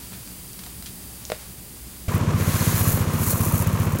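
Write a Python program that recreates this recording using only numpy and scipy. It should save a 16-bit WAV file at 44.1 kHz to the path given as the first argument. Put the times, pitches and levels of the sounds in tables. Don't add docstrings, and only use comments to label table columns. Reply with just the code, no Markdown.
import sys
import numpy as np
from scipy import signal
from scipy.fft import rfft, irfft, next_fast_len
from scipy.io import wavfile
from scipy.ndimage import map_coordinates

SR = 44100
rng = np.random.default_rng(int(sys.argv[2]) if len(sys.argv) > 2 else 0)


def master_out(mix):
    frames = np.transpose(np.atleast_2d(mix))
    ceiling = np.clip(frames, -1, 1)
    pcm = np.round(ceiling * 32767).astype(np.int16)
    wavfile.write(sys.argv[1], SR, pcm)


N = 176400
TIME = np.arange(N) / SR


def rice():
    plough, patter, thrown = ploughing_rice(), spilling_rice(), wall_hits()
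    rustle = plough + bowl_echo(patter)
    return rustle + finger_rubs() + bowl_ring(rustle, thrown)


# (time [s], level [dB])
PLOUGH_LEVEL = [(2.08, -41), (2.15, -44), (2.22, -48.5), (2.33, -51), (2.40, -36.5), (2.52, -31),
                (2.62, -29), (2.73, -31), (2.86, -34.5), (2.97, -38), (3.15, -40.5), (3.45, -45),
                (3.82, -43.5), (4, -63)]
# (frequency [Hz], boost or cut [dB])
PLOUGH_TONE = [(500, -18), (1500, 6), (2300, 2), (3000, -1), (4200, -0.5), (5100, -3.5), (6500, 1.5),
               (8500, -2.5), (11500, 0), (15500, -6)]
def ploughing_rice():
    level_db = curves(PLOUGH_LEVEL)[0] + .73 * wobble(24.43)
    return amp(level_db) * unit(coloured(grains(rate=9000), PLOUGH_TONE))


# (time [s], relative level [dB])
SPILL_LEVEL = [(2.08, -44.5), (2.15, -39), (2.21, -72), (2.38, -42), (2.55, -33.5), (2.73, -33),
               (2.78, -29.5), (2.83, -32), (2.93, -28), (3.0, -39.5), (3.07, -49), (3.16, -37),
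               (3.24, -29.5), (3.29, -27), (3.31, -22), (3.345, -32.5), (3.40, -31), (3.61, -34),
               (3.66, -45), (3.76, -44), (3.82, -39.5), (3.92, -46)]
# (time [s], rate [grains a second])
SPILL_FLOW = [(2.2, 450), (2.62, 5800), (2.85, 2180), (3.3, 2460), (3.7, 804)]
# (time [s], relative level [dB])
CLUMP_HITS = [(2.121, -38), (2.179, -35), (2.763, -28), (3.135, -30.5), (3.220, -34), (3.411, -27.5),
              (3.452, -25), (3.523, -26), (3.543, -30), (3.556, -28), (3.580, -25.5), (3.6, -29),
              (3.611, -34), (3.623, -26.5), (3.672, -29.5), (3.729, -32.5), (3.799, -36), (3.921, -33),
              (3.958, -34), (3.987, -28.5)]
def spilling_rice():
    level_db = curves(SPILL_LEVEL)[0] + 4 + 1.1 * wobble(90)
    patter = amp(level_db) * grains(curves(SPILL_FLOW)[0])
    for s, db in CLUMP_HITS:
        add(patter, s, amp(db + 8.5) * burst(t60=.013))
    return patter


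def grains(rate):
    lands = rng.random(N) < rate / SR
    strength = amp(3.5 * rng.standard_normal(N))
    hits = lands * strength ** 2 / rate
    power = signal.lfilter([1], [1, -fade(1 / SR, t60=.0035) ** 2], hits)
    return unit(np.sqrt(power) * rng.standard_normal(N))


# (time [s], relative level [dB])
WALL_HITS = [(2.606, -2), (3.272, -11), (3.303, -13), (3.317, -8)]
def wall_hits():
    hits, soften = np.zeros(N), signal.butter(2, 4800, fs=SR)
    for s, db in WALL_HITS:
        add(hits, s, amp(db) * signal.lfilter(*soften, burst(t60=.013)))
    return hits


# (frequency [Hz], boost or cut [dB])
SPILL_TONE = [(500, -20), (1200, -9), (3300, -24.5), (4150, -10.5), (4800, -13.5), (6200, -3.5),
              (7200, -1.5), (8000, -4.5), (9000, -0.5), (11700, 0.5), (15600, 0)]
def bowl_echo(patter):
    echo_gain, decay = amp(-2.5), fade(1 / SR, t60=.028) ** 2
    lingering_power = signal.lfilter([1 - decay], [1, -decay], patter ** 2)
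    echo = np.sqrt(lingering_power) * rng.standard_normal(N)
    return coloured(patter + echo_gain * echo, SPILL_TONE) / np.hypot(1, echo_gain)


# (frequency [Hz], relative level [dB])
BOWL_NOTES = [(1725, -44), (4200, -38), (4890, -43), (6830, -45), (10100, -42), (11620, -37), (12400, -36),
              (14140, -37), (14950, -39), (15630, -37)]
# (time [s], boost or cut [dB])
WALL_TOUCH = [(2.72, -8), (2.77, 2), (2.95, 2), (3.1, -5)]
def bowl_ring(rustle, thrown):
    push = amp(curves(WALL_TOUCH)[0]) * rustle + thrown
    lift_s, pitch_rise, ring_s = 3.1, 1.006, .024
    held = TIME < lift_s
    held_ring = ringing([(hz, db, ring_s) for hz, db in BOWL_NOTES])
    free_ring = ringing([(hz * pitch_rise, db, ring_s) for hz, db in BOWL_NOTES])
    return (signal.fftconvolve(push * held, held_ring) + signal.fftconvolve(push * ~held, free_ring))[:N]


# (time [s], level [dB])
FINGER_RUBS = [(2.14, -40), (2.49, -46), (2.868, -39)]
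def finger_rubs():
    swells = sum(amp(db) * np.exp(-((TIME - s) / .024) ** 2) for s, db in FINGER_RUBS)
    return swells * narrowed(rng.standard_normal(N), hz=1810, width_hz=1400)


# (time [s], relative level [dB])
STICK_SNAPS = [(1.301, -20), (1.318, -25), (1.3195, -14.5)]
# (frequency [Hz], relative level [dB], time to die away [s])
STICK_NOTES = [(187, -16, .07), (480, -2, .028), (612, -7, .055), (1030, -22, .03), (1400, -23, .04),
               (1900, -26, .025), (2700, -24, .02)]
def snapping_stick():
    snaps, soften = np.zeros(N), signal.butter(1, 9000, fs=SR)
    for s, db in STICK_SNAPS:
        crack = signal.lfilter(*soften, burst(t60=.007))
        ring = ringing(STICK_NOTES)[:len(crack)]
        add(snaps, s, amp(db) * (ring + amp(-5) * crack))
    return snaps


# (time [s], relative level [dB], pitch [Hz], spread each way [octaves], time to die away [s])
FIRE_POPS = [(.121, -38, 550, 1.3, .02), (.13, -50, 2200, 1.5, .14), (.2755, -40, 3500, 1.6, .005),
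             (.532, -41, 7000, .7, .008), (.591, -46, 2200, 1.5, .05), (.636, -43, 2500, 1.5, .02),
             (.6635, -44, 4000, 1, .02), (.664, -36, 650, .7, .045), (.825, -41, 4000, 1.8, .01),
             (.86, -44, 3300, 1, .11), (1.2523, -26, 7100, .4, .003)]
def crackles():
    pops, hz = np.zeros(N), np.geomspace(50, SR / 2, num=40)
    for s, db, pitch_hz, octaves, t60 in FIRE_POPS:
        band_db = -10 * np.log10(1 + (np.log2(hz / pitch_hz) / octaves) ** 4)
        add(pops, s, amp(db + 14) * coloured(burst(t60), np.transpose([hz, band_db])))
    return pops


# (time [s], level [dB])
STEAM_LEVEL = [(0, -39), (1.1, -39), (1.6, -40.5)]
# (frequency [Hz], boost or cut [dB])
STEAM_TONE = [(300, -17), (800, -4.5), (1500, -8.5), (3000, -6), (4200, -6.5), (4750, 0.5), (5400, -8),
              (7500, -1.5), (8700, 2.5), (11800, 1.5), (12500, 2.5), (14000, -2.5), (15600, 2.5)]
def steam():
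    return amp(curves(STEAM_LEVEL)[0] + .15 * wobble(18)) * noise(STEAM_TONE)


# (time [s], level [dB])
FLAME_LEVEL = [(0, -49.5), (.65, -52), (1.0, -52.5), (1.42, -48), (1.55, -56), (2.08, -51)]
# (frequency [Hz], boost or cut [dB])
FLAME_TONE = [(200, -18), (600, 5), (3000, 3.5), (6500, 4), (10000, -15)]
def flames():
    return amp(curves(FLAME_LEVEL)[0] + 1.2 * wobble(30.16)) * noise(FLAME_TONE)


FIRING_HZ, FIRING_AT_S = 15.085, 2.0046
def engine():
    firing_times = np.arange(FIRING_AT_S % (1 / FIRING_HZ), N / SR, 1 / FIRING_HZ)
    one_cycle = rng.standard_normal(SR // 8)[:round(SR / FIRING_HZ)]
    return exhaust(firing_times) + clatter(firing_times, one_cycle)


# (frequency [times the firing rate], boost or cut [dB])
PIPE_TONE = [(1, -45), (2, -18), (3, -18), (4, -6.5), (5, -5.5), (6, 4.5), (7, 3.5), (8, 0), (9, -9.5),
             (10, 2), (11, -6), (12, -1.5), (13, -15.5), (14, -24.5), (15, -5.5), (16, -8.5), (17, -33.5),
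             (18, -20.5), (19, -16.5), (20, -30.5), (21, -20), (22, -32.5), (24, -17.5), (25, -36),
             (27, -24.5)]
# (frequency [Hz], boost or cut [dB])
PIPE_TREBLE = [(550, -31.5), (800, -56), (3000, -61)]
# (frequency [Hz], width [Hz])
MUFFLER_CHAMBERS = [(114, 89), (234.5, 64)]
def exhaust(firing_times):
    firings = np.zeros(N)
    for s, uneven_db in zip(firing_times, rng.standard_normal(size=100)):
        add(firings, s, amp([uneven_db]))
    pipe = [(multiple * FIRING_HZ, db) for multiple, db in PIPE_TONE]
    puffs = coloured(firings, pipe + PIPE_TREBLE)
    for hz, width_hz in MUFFLER_CHAMBERS:
        puffs = puffs - 2 * signal.lfilter(*signal.iirpeak(hz, hz / width_hz, SR), puffs)
    return amp(-22) * unit(puffs)


# (frequency [Hz], boost or cut [dB])
CLATTER_TONE = [(40, -3.5), (160, 11), (300, 0.5), (540, 0), (740, -7.5), (1080, -2.5), (1850, -12),
                (2400, -11.5), (3500, -18.5), (4800, -21), (6500, -19), (15500, -32)]
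def clatter(firing_times, one_cycle):
    repeat_share, lag_s = .22, .021
    repeating = np.zeros(N)
    for s in firing_times:
        add(repeating, s, one_cycle)
    rattle = np.sqrt(repeat_share) * repeating + np.sqrt(1 - repeat_share) * rng.standard_normal(N)
    swell_db = .7 * np.cos(2 * np.pi * FIRING_HZ * (TIME - FIRING_AT_S - lag_s))
    rough_db = 1.73 * wobble(160)
    return amp(-28.5) * unit(coloured(rattle * amp(swell_db + rough_db), CLATTER_TONE))


# (frequency [Hz], level [dB], time to die away [s])
KNOCK_NOTES = [(349, -24.5, 0.045), (498, -28, 0.039)]
def knocking_machine():
    first_knock_s, turn_s, panel_lag_s = 2.155, 1 / 12.23, .042
    knocks = np.zeros(N)
    for s in np.arange(first_knock_s, N / SR, turn_s):
        add(knocks, s, amp(rng.standard_normal()) * ringing(KNOCK_NOTES))
    dull_knocks = signal.lfilter(*signal.butter(1, 1060, fs=SR), knocks)
    since_shake_s = (TIME - first_knock_s - panel_lag_s) % turn_s
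    shake = rng.standard_normal(N) * fade(since_shake_s, t60=.27)
    return dull_knocks + amp(-39) * narrowed(shake, hz=1060, width_hz=334)


# (frequency [Hz], boost or cut [dB])
ECHO_TONE = [(150, -6), (700, -5), (1500, 2.5), (5000, 5), (15000, -3)]
def yard_echo(sound):
    tail = noise(ECHO_TONE)[:SR // 2] * fade(TIME[:SR // 2], t60=.3)
    return amp(-8.5) * signal.fftconvolve(sound, tail / np.linalg.norm(tail))[:N]


# (frequency [Hz], boost or cut [dB])
RUMBLE_TONE = [(20, -16), (45, -7.5), (64, 6), (85, -8.5), (112, -1.5), (165, -9), (182, 3), (205, -9),
               (270, -10.5), (380, -14.5), (600, -25), (1500, -35)]
def yard_rumble():
    return amp(-43 + wobble(7.25)) * noise(RUMBLE_TONE)


def amp(db):
    return 10 ** (np.asarray(db) / 20)


def unit(x):
    return x / np.sqrt(np.mean(x ** 2) + 1e-20)


def fade(t, t60):
    return np.exp(-np.log(1000) * t / t60)


def curves(rows):
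    s, *cols = np.transpose(rows)
    return [np.interp(TIME, s, c) for c in cols]


def wobble(rate):
    return map_coordinates(rng.standard_normal(int(N * rate / SR) + 4), [np.arange(N) * rate / SR])


def coloured(x, points):
    m = 2 * next_fast_len(len(x))
    hz, db = np.transpose(points)
    tone_db = np.interp(np.log(np.fft.rfftfreq(m, 1 / SR) + 1), np.log(hz + 1), db)
    cepstrum = irfft(np.log(amp(tone_db)))
    cepstrum[1:m // 2] *= 2
    cepstrum[m // 2 + 1:] = 0
    return irfft(rfft(x, m) * np.exp(rfft(cepstrum)))[:len(x)]


def narrowed(sound, hz, width_hz):
    band = signal.iirpeak(hz, hz / width_hz, SR)
    return unit(signal.lfilter(*band, signal.lfilter(*band, sound)))


def noise(points):
    return unit(coloured(rng.standard_normal(N), points))


def ringing(modes):
    t = np.arange(SR // 4) / SR
    return sum(amp(db) * fade(t, t60) * np.cos(2 * np.pi * hz * t) for hz, db, t60 in modes)


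def burst(t60):
    t = np.arange(SR // 16) / SR
    return rng.standard_normal(len(t)) * fade(t, t60)


def add(track, s, sound):
    part = track[max(round(s * SR), 0):][:len(sound)]
    part += sound[:len(part)]


def scene():
    steady = steam() + flames() + yard_rumble()
    cracks = crackles() + snapping_stick()
    fire = steady + cracks + yard_echo(cracks)
    table = engine() + knocking_machine() + rice()
    cut_s = 2.081
    at_table = np.clip((TIME - cut_s) / .002, 0, 1)
    return ((1 - at_table) * fire + at_table * table)[None]


def record(dry):
    top_hz, size = 15850, next_fast_len(N + SR // 2)
    passed = np.clip((top_hz - np.fft.rfftfreq(size, 1 / SR)) / 150 + .5, 0, 1)
    return irfft(rfft(dry, size) * passed, size)[..., :N]


dry = scene()
out = record(dry)
master_out(out)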